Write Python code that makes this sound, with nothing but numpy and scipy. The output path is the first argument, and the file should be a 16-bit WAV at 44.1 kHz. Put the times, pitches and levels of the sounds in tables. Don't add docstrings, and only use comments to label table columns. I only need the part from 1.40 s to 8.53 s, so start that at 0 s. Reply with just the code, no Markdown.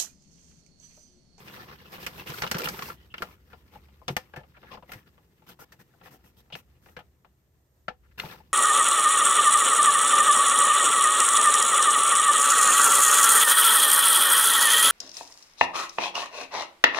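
import sys
import numpy as np
from scipy import signal
from scipy.fft import rfft, irfft
from scipy.io import wavfile
from scipy.ndimage import uniform_filter1d

SR = 44100
rng = np.random.default_rng(int(sys.argv[2]) if len(sys.argv) > 2 else 0)


def output_pcm(signal):
    pcm = np.clip(np.atleast_2d(signal).T, -1, 1) * 32767
    wavfile.write(sys.argv[1], SR, np.round(pcm).astype(np.int16))


N = 314433
TIME = np.arange(N) / SR

# (time [s], length [s], rustle level [dB], level of the rubbing fibres' hiss [dB])
LONG_PULLS = [(0.854, 0.047, -35.5, -42.5), (0.9, 0.14, -44, -46), (1.108, 0.19, -41, -48),
              (1.323, 0.074, -45, -47), (1.392, 0.1, -41.5, -44.5), (6.783, 0.15, -46.5, -53.5)]
PULL_ATTACK_S, PULL_RELEASE_T60_S = 0.035, 0.19
# (time [s], rustle level [dB])
CREEP_LEVEL = [(0.0, -50), (0.25, -55), (0.38, -61.5), (0.62, -51.5), (1.4, -43), (1.6, -66.5),
               (2.05, -67.5), (3.4, -70), (3.9, -73.5), (4.7, -70), (6.0, -84.5), (6.42, -93.5),
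               (6.72, -74), (7.1, -71)]
CREEP_HISS_DB, CREEP_WAVER_DB, CREEP_WAVER_PER_S = -6.5, 2.17, 38
# (time [s], length [s], rustle level [dB], hiss level [dB], panel pitch [Hz])
SHORT_SCUFFS = [(0.18, 0.074, -51, -67, 1300), (0.269, 0.1, -52, -72, 1090),
                (0.384, 0.069, -58.5, -73, 2900), (0.447, 0.052, -55, -67, 2620),
                (0.517, 0.062, -49, -53, 2550), (0.599, 0.07, -48.5, -50.5, 2600),
                (0.777, 0.055, -46, -57, 2600), (0.981, 0.016, -46, -60, 1500),
                (1.755, 0.21, -57, -61, 1230), (2.098, 0.068, -64.5, -77, 1520),
                (2.316, 0.076, -58.5, -67, 890), (2.682, 0.063, -76, -55, 1200),
                (2.953, 0.076, -61, -80, 1550), (3.2, 0.21, -63.5, -80, 1620),
                (3.311, 0.056, -47.5, -70, 1090), (3.477, 0.14, -57.5, -60.5, 1860),
                (3.659, 0.038, -64.5, -74, 1410), (4.064, 0.087, -57.5, -59.5, 2960),
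                (4.189, 0.062, -55, -51.5, 1400), (4.317, 0.037, -74, -64, 1790),
                (4.39, 0.044, -60, -60, 1800), (4.629, 0.081, -58.5, -61, 1900),
                (4.705, 0.075, -58.5, -58.5, 750), (4.838, 0.081, -70, -65, 2600),
                (4.964, 0.059, -64.5, -63, 3220), (5.145, 0.073, -59, -55, 2520),
                (5.416, 0.16, -69.5, -66, 1720), (6.776, 0.041, -45.5, -52, 1580),
                (6.974, 0.048, -67, -72, 860)]
SCUFF_HUM_DB, SCUFF_HUM_Q = -5, 11
CRACKLE_FROM_DB, CRACKLE_FULL_DB = -45, -39
FLEX_LOW_HZ, FLEX_HIGH_HZ, FLEX_Q, FLEX_DB, FLEX_PER_S = 600, 4980, 6, 2.5, 45
SHEET_DB, SHEET_AT_RUSTLE_DB, SHEET_GROWTH = -59.5, -54.5, 0.58
# (frequency [Hz], level [dB])
RUSTLE_SPECTRUM = [(150, -37), (280, -6.5), (405, 3), (520, 1), (680, -6.5), (1000, 1.5), (1350, -0.5),
                   (1750, 2), (2800, -1.5), (4000, -5.5), (5700, -8), (7500, -21)]
# (frequency [Hz], level [dB])
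HISS_SPECTRUM = [(3000, -35), (5500, 4.5), (8000, -1), (11000, 6), (13000, 9), (16000, -2)]
# (frequency [Hz], level [dB])
SHEET_SPECTRUM = [(60, -33.5), (110, -3), (142, -1), (185, -1), (270, -10.5), (400, -10), (520, -17),
                  (750, -47)]

# (time [s], relative level [dB], dull body [dB], panel ring [dB], sharp crack [dB],
# crack brightness at 12 kHz [dB], panel pitch [Hz], decay t60 [s]); body, ring and crack relative to the flutter
CREASE_SNAPS = [(0.08, -41.5, -14, -9, -6.5, -13, 2310, 0.059),
                (0.6641, -26.5, -13, -21, -5.5, 0.5, 2150, 0.055),
                (0.872, -36, -19, -10, -9, 0, 2800, 0.15), (0.901, -36, -5, -7, -3, -3.5, 2700, 0.037),
                (1.0197, -24, -8.5, -8, -2.5, -14, 2050, 0.04),
                (1.0343, -24, -7.5, -3.5, -14.5, -15, 1050, 0.063),
                (1.0655, -32.5, -10, -14.5, -10, -8, 1180, 0.022),
                (1.074, -33, -23, -1, -5.5, -7.5, 2900, 0.027),
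                (1.113, -23, -8.5, -15, 0.5, -2, 2000, 0.04), (1.1438, -27, -10, -17, -4, -22, 1245, 0.081),
                (1.168, -32.5, -6, -10, -10, -1, 1460, 0.021), (1.183, -33.5, -12, -8, 1, 5.5, 3100, 0.063),
                (1.205, -35.5, -4, -8, 1, -9, 1490, .025), (1.2176, -34.5, -8, -10, -0.5, -6, 2720, 0.025),
                (1.241, -30, -7, -14, -4.5, 8, 3500, 0.12), (1.2725, -28.5, -7, -13, -19, 5.5, 1260, 0.032),
                (1.2855, -29, -11, -1, 1.5, -2.5, 1690, 0.048),
                (1.3912, -33.5, -6, -16, -5.5, -13, 1450, 0.017),
                (1.4219, -29.5, -32, -3, -4.5, -24, 1095, 0.041),
                (1.5, -33.5, -17.5, 5, -22, -2, 1367, 0.049),
                (1.7403, -32, -11.5, -12.5, -20.5, -4.5, 2080, 0.027),
                (1.7808, -36, -20, -7.5, -12.5, -7.5, 2980, 0.028),
                (1.8212, -25, -9, -3.5, -12, -1, 1380, 0.044),
                (2.6803, -28, -2.5, -3.5, -0.5, -13, 3460, 0.035),
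                (2.688, -29, -6, -8.5, -20.5, -6, 730, 0.056),
                (2.7655, -24.5, -4.5, -12, -3, -1, 2330, 0.032),
                (2.961, -37.5, -3, -1, -12.5, -0.5, 1760, 0.075),
                (3.518, -37, -10, -7, -7.5, 5.5, 2040, 0.042), (3.533, -39, -12, -1, -8, 1, 2070, 0.052),
                (4.088, -49.5, -8, -9, -1.5, 7.5, 1520, 0.094),
                (4.3212, -46.5, -12, -3, -3.5, -4, 1800, 0.055),
                (5.1238, -41.5, -6, 8, -20, 3, 2860, 0.086),
                (5.1526, -35.5, -6, -13, -10.5, -8, 2430, 0.023),
                (5.566, -37.5, -4, -4, -15, -4, 1690, 0.058), (5.59, -43.5, -14, -4, -18, 4, 830, .044),
                (6.4812, -29, -5.5, -16.5, -12.5, -21, 1530, 0.052),
                (6.7986, -30, -23, -19, -10.5, -1, 1920, 0.016)]
# (time [s], relative level [dB], panel ring relative to the flutter [dB], panel pitch [Hz])
SOFT_SNAPS = [(0.17, -45.5, -10, 1250), (0.582, -44, -1, 1060), (2.131, -46, -3, 1390),
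              (2.357, -46, 9, 840), (2.485, -61, -12, 2500), (2.617, -51.5, 25, 1034),
              (2.937, -41, 2, 1630), (2.994, -52, 8, 1680), (3.008, -53, 17, 620),
              (3.034, -54.5, -10, 1600), (3.168, -52.5, -2, 2330), (3.231, -49, -8, 1204),
              (3.316, -47, 0, 3330), (3.344, -42, 4, 820), (3.372, -45.5, 5, 1044), (3.4253, -47, 5, 986),
              (3.493, -46, -5, 2080), (3.779, -57.5, -12, 1070), (4.021, -59, 0, 883),
              (4.191, -51.5, 4, 980), (4.214, -49.5, 2, 1400), (4.391, -63, 2, 1500),
              (4.538, -61.5, 7, 1500), (4.612, -53, -15, 1350), (4.659, -48.5, -4, 1750),
              (4.672, -52, 2, 1090), (4.841, -62, 1, 1910), (5.102, -53, -3.5, 800),
              (5.46, -53.5, -14, 1500), (5.486, -56.5, -2, 1900), (5.604, -50, -5, 1266),
              (5.847, -54.5, -7, 1100), (6.836, -39.5, 7.5, 890), (6.858, -42.5, -7, 1200),
              (6.941, -49.5, 3, 894), (7.002, -53.5, 11, 874)]
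SOFT_BODY_DB, SOFT_CRACK_DB, SOFT_BRIGHT_DB, SOFT_T60_S = -1.5, -26.5, -2.5, 0.037
# (frequency [Hz], level [dB])
BODY_SPECTRUM = [(100, -12.5), (200, -6), (320, -19), (410, -11), (510, -1), (640, -4.5), (850, -2.5),
                 (1300, -25), (3000, -72)]
# (frequency [Hz], level [dB])
FLUTTER_SPECTRUM = [(400, -12.5), (900, -1.5), (1350, 4.5), (2000, 1.5), (2900, 1.5), (4200, -9),
                    (6000, -22), (12000, -49)]
# (frequency [Hz], level [dB])
CRACK_SPECTRUM = [(2000, -40.5), (4500, 4), (5700, 5.5), (7000, -0.5), (9500, -0.5), (13000, 6),
                  (16000, -7)]
# (multiple of its pitch [ratio], level [dB])
PANEL_MODES = [(.64, -20.5), (.87, -10.5), (0.998, 5.5), (1.181, -9.5)]
SNAP_ATTACK_S, SNAP_REF_DB, ATTACK_DOUBLING_DB = 0.0015, -29.5, 13.5
SNAP_PAN_DB, SNAP_PAN_PER_RING = 2, 0.13
# (time [s], modes as a list of (frequency [Hz], level [dB], decay t60 [s]))
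BROAD_FLIPS = [(2.766, [(753, -29.5, 0.025), (1230, -37, 0.076), (1786, -28, 0.095), (2030, -10, 0.0097),
               (2940, -26, 0.018), (3450, -44, 0.058)]), (6.4812, [(501, -39.5, 0.14), (605, -29, 0.039),
               (745, -32.5, 0.047), (852, -44, 0.088), (1360, -26.5, 0.046), (1577, -29, .045)]),
               (6.799, [(2070, -28, 0.032), (2770, -21, 0.016), (3520, -30.5, .03), (3800, -30, .025),
               (4270, -28.5, 0.03)])]
BROAD_ATTACK_S, BROAD_PAN_DB = 0.00085, 5.5

# (time [s], relative level [dB], starting pitch [Hz])
FLAP_SWINGS = [(0.896, -33, 145), (1.035, -35.5, 178), (1.149, -24.5, 170), (1.255, -34, 169),
               (2.701, -25, 144.2), (2.724, -33.5, 150), (2.973, -34.5, 140), (3.554, -40, 120),
               (5.135, -40, 153), (5.57, -44.5, 142.2), (6.843, -33, 153)]
# (multiple of its pitch [ratio], level [dB])
LOOSE_FLAP_MODES = [(1, 0.5), (2.249, -17.5), (2.65, -12)]
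# (time [s], length [s], level [dB], pitch [Hz], filter width [Hz])
PAPER_HUMS = [(0.859, 0.068, -51.5, 413, 250), (1.132, 0.14, -41, 418.3, 200),
              (1.8, 0.022, -48.5, 420, 300), (1.55, 0.12, -70, 1930, 220), (1.555, 0.12, -67.5, 3000, 500),
              (1.699, 0.034, -57.5, 2930, 400), (3.138, 0.054, -57.5, 1590, 900),
              (3.26, 0.054, -56, 1680, 500), (5.121, 0.031, -40, 3060, 1170),
              (6.626, 0.05, -68.5, 1470, 975), (6.709, 0.021, -65.5, 1730, 1500)]
# (frequency [Hz], relative level [dB], decay t60 [s])
BOWL_MODES = [(373, 4, 0.025), (523, -0.5, 0.1), (759.4, -2.5, 0.15), (892, 0.5, 0.032), (1050, -8, 0.033),
              (1436, 4.5, 0.018), (1767, -3.5, 0.084), (2930, -11.5, 0.056)]

# (time [s], level [dB])
RUMBLE_LEVEL = [(0.0, -63.5), (1.2, -58.5), (3.55, -63.5), (3.85, -75), (5.65, -60.5), (5.85, -83.5),
                (6.38, -82), (6.47, -61.5), (7.13, -60.5)]
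# (frequency [Hz], level [dB])
AIR_SPECTRUM = [(12, -48.5), (20, -27), (43, -16), (52, -0.5), (74, 3), (96, -8.5), (138, -2), (163, -21.5),
                (357, -15), (1570, -33), (1850, -29.5), (2300, -37), (4670, -37.5), (7110, -35),
                (8410, -37.5), (14300, -30), (16000, -48)]
AIR_DB = -66

TURN_START_S, TURN_END_S, TURN_PAN_DB = 1.43, 2.5, 4
# (time [s], lag [s])
LEFT_PORT_LAG = [(1.35, 0.00024), (1.8, .00012), (5.1, 0.000037)]
TOP_HZ = 15800


def sliding():
    gains = effort()
    jerks = undb(0.72 * walk(50))
    smooth = ports(rng.standard_normal((2, N)))
    bending = ports(rng.standard_normal((2, N)))
    fine = ports(crinkle(per_s=900, spread_db=3.0, smear_t60=0.017, ring_db=-3, smooth_db=-2.0))
    coarse = ports(crinkle(per_s=200, spread_db=9.0, smear_t60=0.034, ring_db=0.0, smooth_db=-5.5))

    hardness = (20 * np.log10(gains[0]) - CRACKLE_FROM_DB) / (CRACKLE_FULL_DB - CRACKLE_FROM_DB)
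    share = np.clip(hardness, 0, 1)
    grains = flexing(np.sqrt(1 - share) * fine + np.sqrt(share) * coarse)
    humming = scuffs(gains, grains)

    rustle_gain, hiss_gain = gains * jerks
    sheet_gain = undb(SHEET_DB) * (rustle_gain / undb(SHEET_AT_RUSTLE_DB)) ** SHEET_GROWTH
    rustle = rustle_gain * unit(colour(grains, RUSTLE_SPECTRUM)) + humming
    hiss = undb(1.5) * hiss_gain * unit(colour(grains + undb(-4.0) * smooth, HISS_SPECTRUM))
    sheet = sheet_gain * unit(colour(bending, SHEET_SPECTRUM))
    return rustle * sides(0.56) + hiss * sides(-0.59) + sheet * sides(1.3)


def effort():
    creep_db = np.interp(TIME, *np.transpose(CREEP_LEVEL)) + CREEP_WAVER_DB * walk(CREEP_WAVER_PER_S)
    gains = undb([creep_db, creep_db + CREEP_HISS_DB])
    for s, length, db, hiss_db in LONG_PULLS:
        grip = np.clip((TIME - s) / PULL_ATTACK_S, 0, 1)
        release = fade(np.maximum(TIME - s - length, 0), PULL_RELEASE_T60_S)
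        gains = np.maximum(gains, undb([[db], [hiss_db]]) * grip * release)
    return gains


def scuffs(gains, grains):
    humming = np.zeros((2, N))
    for s, length, db, hiss_db, hz in SHORT_SCUFFS:
        progress = np.linspace(0, 1, int(max(length, .01) * SR), endpoint=False)
        push = np.sin(np.pi * progress ** .7)
        add(gains, s, undb([[db], [hiss_db]]) * push)
        under_scuff = grains[:, int(s * SR):][:, :len(push)]
        hum = signal.lfilter(*signal.iirpeak(hz, SCUFF_HUM_Q, fs=SR), under_scuff)
        add(humming, s, undb(db + SCUFF_HUM_DB) * push * unit(hum))
    return humming


def crinkle(per_s, spread_db, smear_t60, ring_db, smooth_db, count=40, size=1024):
    out, t = np.zeros((2, N)), np.arange(size) / SR
    hz = np.geomspace(400, 4400, count)[:, None, None]
    rings = np.sin(2 * np.pi * hz * t + rng.uniform(0, 2 * np.pi, (count, 2, 1)))
    noise = rng.standard_normal((count, 2, size))
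    patches = (noise + undb(ring_db) * rings) * fade(t, smear_t60)
    rubbing = rng.standard_normal((2, N))
    for when, where, strength in rng.random((int(per_s * N / SR), 3)):
        size_db = spread_db * min(-np.log(1 - strength), 3)
        add(out, when * N / SR, undb(size_db) * patches[int(where * count)])
    return unit(unit(out) + undb(smooth_db) * rubbing)


def flexing(x, count=9):
    out = x
    for hz in np.geomspace(FLEX_LOW_HZ, FLEX_HIGH_HZ, count):
        band = signal.lfilter(*signal.iirpeak(hz, FLEX_Q, fs=SR), x)
        out = out + band * (undb(FLEX_DB * walk(FLEX_PER_S)) - 1)
    return unit(out)


def snaps():
    out = np.zeros((2, N))
    for s, *crease in CREASE_SNAPS:
        add(out, s, buckle(*crease))
    for s, db, ring_db, hz in SOFT_SNAPS:
        add(out, s, buckle(db, SOFT_BODY_DB, ring_db, SOFT_CRACK_DB, SOFT_BRIGHT_DB, hz, SOFT_T60_S))
    return out


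def buckle(db, body_db, ring_db, crack_db, bright_db, hz, t60, size=6144):
    t = np.arange(size) / SR
    pan_db = SNAP_PAN_DB + SNAP_PAN_PER_RING * ring_db
    attack = SNAP_ATTACK_S * 2 ** ((SNAP_REF_DB - db) / ATTACK_DOUBLING_DB)
    rise = 2.0 - np.exp(-(t / attack) ** 2)
    spike = rng.standard_normal(size)
    spike = np.array([np.roll(spike, int(rng.normal(0, 2.2))), spike]) * fade(t, 0.0069)
    waves = ports(rng.standard_normal((2, size)))
    dying = fade(t, t60) + undb(-15) * fade(t, 0.14)
    burst = rise * (undb(4.5) * spike + waves * dying)

    panel_size = [(hz / 2, -6), (hz, 0), (hz * 2, -6)]
    flutter = blow(colour(colour(burst, FLUTTER_SPECTRUM, size=1024), panel_size))
    body = blow(colour(waves * rise * fade(t, 2.12 * t60), BODY_SPECTRUM))
    crack = blow(colour(burst, CRACK_SPECTRUM, size=1024))
    crack = colour(crack, [(6000, 0), (12000, bright_db)], size=1024)
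    modes = sum(undb(mode_db) * ringing(hz * multiple, t) for multiple, mode_db in PANEL_MODES)
    panel = blow(modes * rise * fade(t, t60))

    voice = blow(flutter + undb(ring_db) * panel) * sides(pan_db)
    return undb(db - 4.0) * (voice + undb(body_db) * body * sides(pan_db / 2) + undb(crack_db) * crack)


def ringing(hz, t):
    return np.sin(2 * np.pi * hz * t + rng.uniform(0, 2 * np.pi) + rng.normal(0, 0.36, (2, 1)))


def broad_panels(size=6144):
    out, t = np.zeros((2, N)), np.arange(size) / SR
    for s, modes in BROAD_FLIPS:
        ring = sum(undb(db) * ringing(hz, t) * fade(t, t60) for hz, db, t60 in modes)
        add(out, s, ring * (1 - np.exp(-t / BROAD_ATTACK_S)) * sides(BROAD_PAN_DB))
    return out


def flaps(size=8192):
    out, t = np.zeros((2, N)), np.arange(size) / SR
    envelope = fade(t, 0.06) * (1 - np.exp(-t / 0.005))
    for s, db, hz in FLAP_SWINGS:
        turn = 2 * np.pi * hz * (t - 0.21 * t ** 2)
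        swing = np.zeros(size)
        for multiple, mode_db in LOOSE_FLAP_MODES:
            swing += undb(mode_db) * np.sin(multiple * turn + rng.uniform(0, 2 * np.pi))
        add(out, s, undb(db + 4.5) * swing * envelope * sides(1.0))
    return out


def paper_hums():
    out, rubbing = np.zeros((2, N)), ports(rng.standard_normal((2, N)))
    for s, length, db, hz, width_hz in PAPER_HUMS:
        push = signal.windows.tukey(int(max(length, .01) * SR), .5)
        resonance = signal.iirpeak(hz, hz / width_hz, fs=SR)
        tone = rubbing[:, int(s * SR):][:, :len(push)]
        tone = signal.lfilter(*resonance, signal.lfilter(*resonance, tone))
        add(out, s, undb(db) * push * unit(tone))
    return out


def bowl(paper, size=8192):
    t = np.arange(size) / SR
    response = np.zeros(size)
    for hz, db, t60 in BOWL_MODES:
        response += undb(db) * energy_one(np.sin(2 * np.pi * hz * t) * fade(t, t60))
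    return undb(-30.0) * signal.fftconvolve(paper, response[None], axes=1)[:, :N]


def handling_rumble():
    low_hump = [(30, -36.5), (52, -8.0), (68, 0), (85, -6.5), (160, -31.0), (500, -64.5)]
    rumble = unit(colour(ports(rng.standard_normal((2, N))), low_hump))
    return rumble * undb(np.interp(TIME, *np.transpose(RUMBLE_LEVEL)))


def still_air():
    air = unit(colour(ports(rng.standard_normal((2, N))), AIR_SPECTRUM))
    return air * undb(AIR_DB + 0.88 * walk(15.0))


def undb(db):
    return 10 ** (np.asarray(db) / 20)


def unit(x):
    return x / np.sqrt(np.mean(x ** 2))


def energy_one(x):
    return x / np.sqrt(np.sum(x ** 2, axis=-1, keepdims=True))


def blow(x, size=512):
    return x / np.sqrt(np.mean(x[:, :size] ** 2))


def fade(t, t60):
    return np.exp(-np.log(1000) * t / max(t60, .002))


def sides(pan_db):
    return undb(np.array([[pan_db], [-pan_db]]) / 2)


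def add(out, s, sound):
    i = max(int(s * SR), 0)
    out[:, i:i + sound.shape[1]] += sound[:, :N - i]


def colour(x, points, size=4096):
    hz, db = np.transpose(points)
    grid = np.maximum(np.fft.rfftfreq(size, 1 / SR), 1)
    cepstrum = irfft(np.log(undb(np.interp(np.log(grid), np.log(hz), db))))
    cepstrum[1:size // 2] *= 2
    cepstrum[size // 2 + 1:] = 0
    response = irfft(np.exp(rfft(cepstrum)))
    return signal.oaconvolve(x, response[None], axes=1)[:, :x.shape[1]]


def ports(x, split_hz=1000, bass_side=0.18, treble_side=0.91):
    treble = signal.sosfilt(signal.butter(2, split_hz, "high", fs=SR, output="sos"), x[1])
    bass = signal.sosfilt(signal.butter(2, split_hz, fs=SR, output="sos"), x[1])
    side = treble_side * treble - bass_side * bass
    return np.array([x[0] + side, x[0] - side])


def walk(rate):
    k = int(SR / rate)
    steps = np.repeat(rng.standard_normal(N // k + 1), k)
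    return unit(uniform_filter1d(uniform_filter1d(steps, k), k)[:N])


def scene():
    background = handling_rumble() + still_air()
    paper = sliding() + snaps() + broad_panels() + flaps() + paper_hums()
    middle = signal.sosfilt(signal.butter(1, [400, 3500], "band", fs=SR, output="sos"), paper)
    pan_db = np.interp(TIME, [TURN_START_S, TURN_END_S], [0, TURN_PAN_DB])
    paper = paper + middle * (undb(np.array([pan_db, -pan_db]) / 2) - 1)
    lag = np.interp(TIME, *np.transpose(LEFT_PORT_LAG))
    late = np.round((TIME - lag) * SR).astype(int)
    paper = np.array([paper[0].take(late, mode="clip"), paper[1]])
    return background + paper + bowl(paper)


def record(dry):
    left = colour(dry[:1], [(9300, 0.0), (10500, -12.5), (11700, -4.0), (15000, -4.5)])
    right = colour(dry[1:], [(9300, 0.0), (10500, -24.5), (11700, -1.0), (15000, -0.5)])
    top = signal.ellip(8, .2, 70, TOP_HZ, fs=SR, output="sos")
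    return signal.sosfilt(top, np.vstack([left, right]))


dry = scene()
out = record(dry)
output_pcm(out)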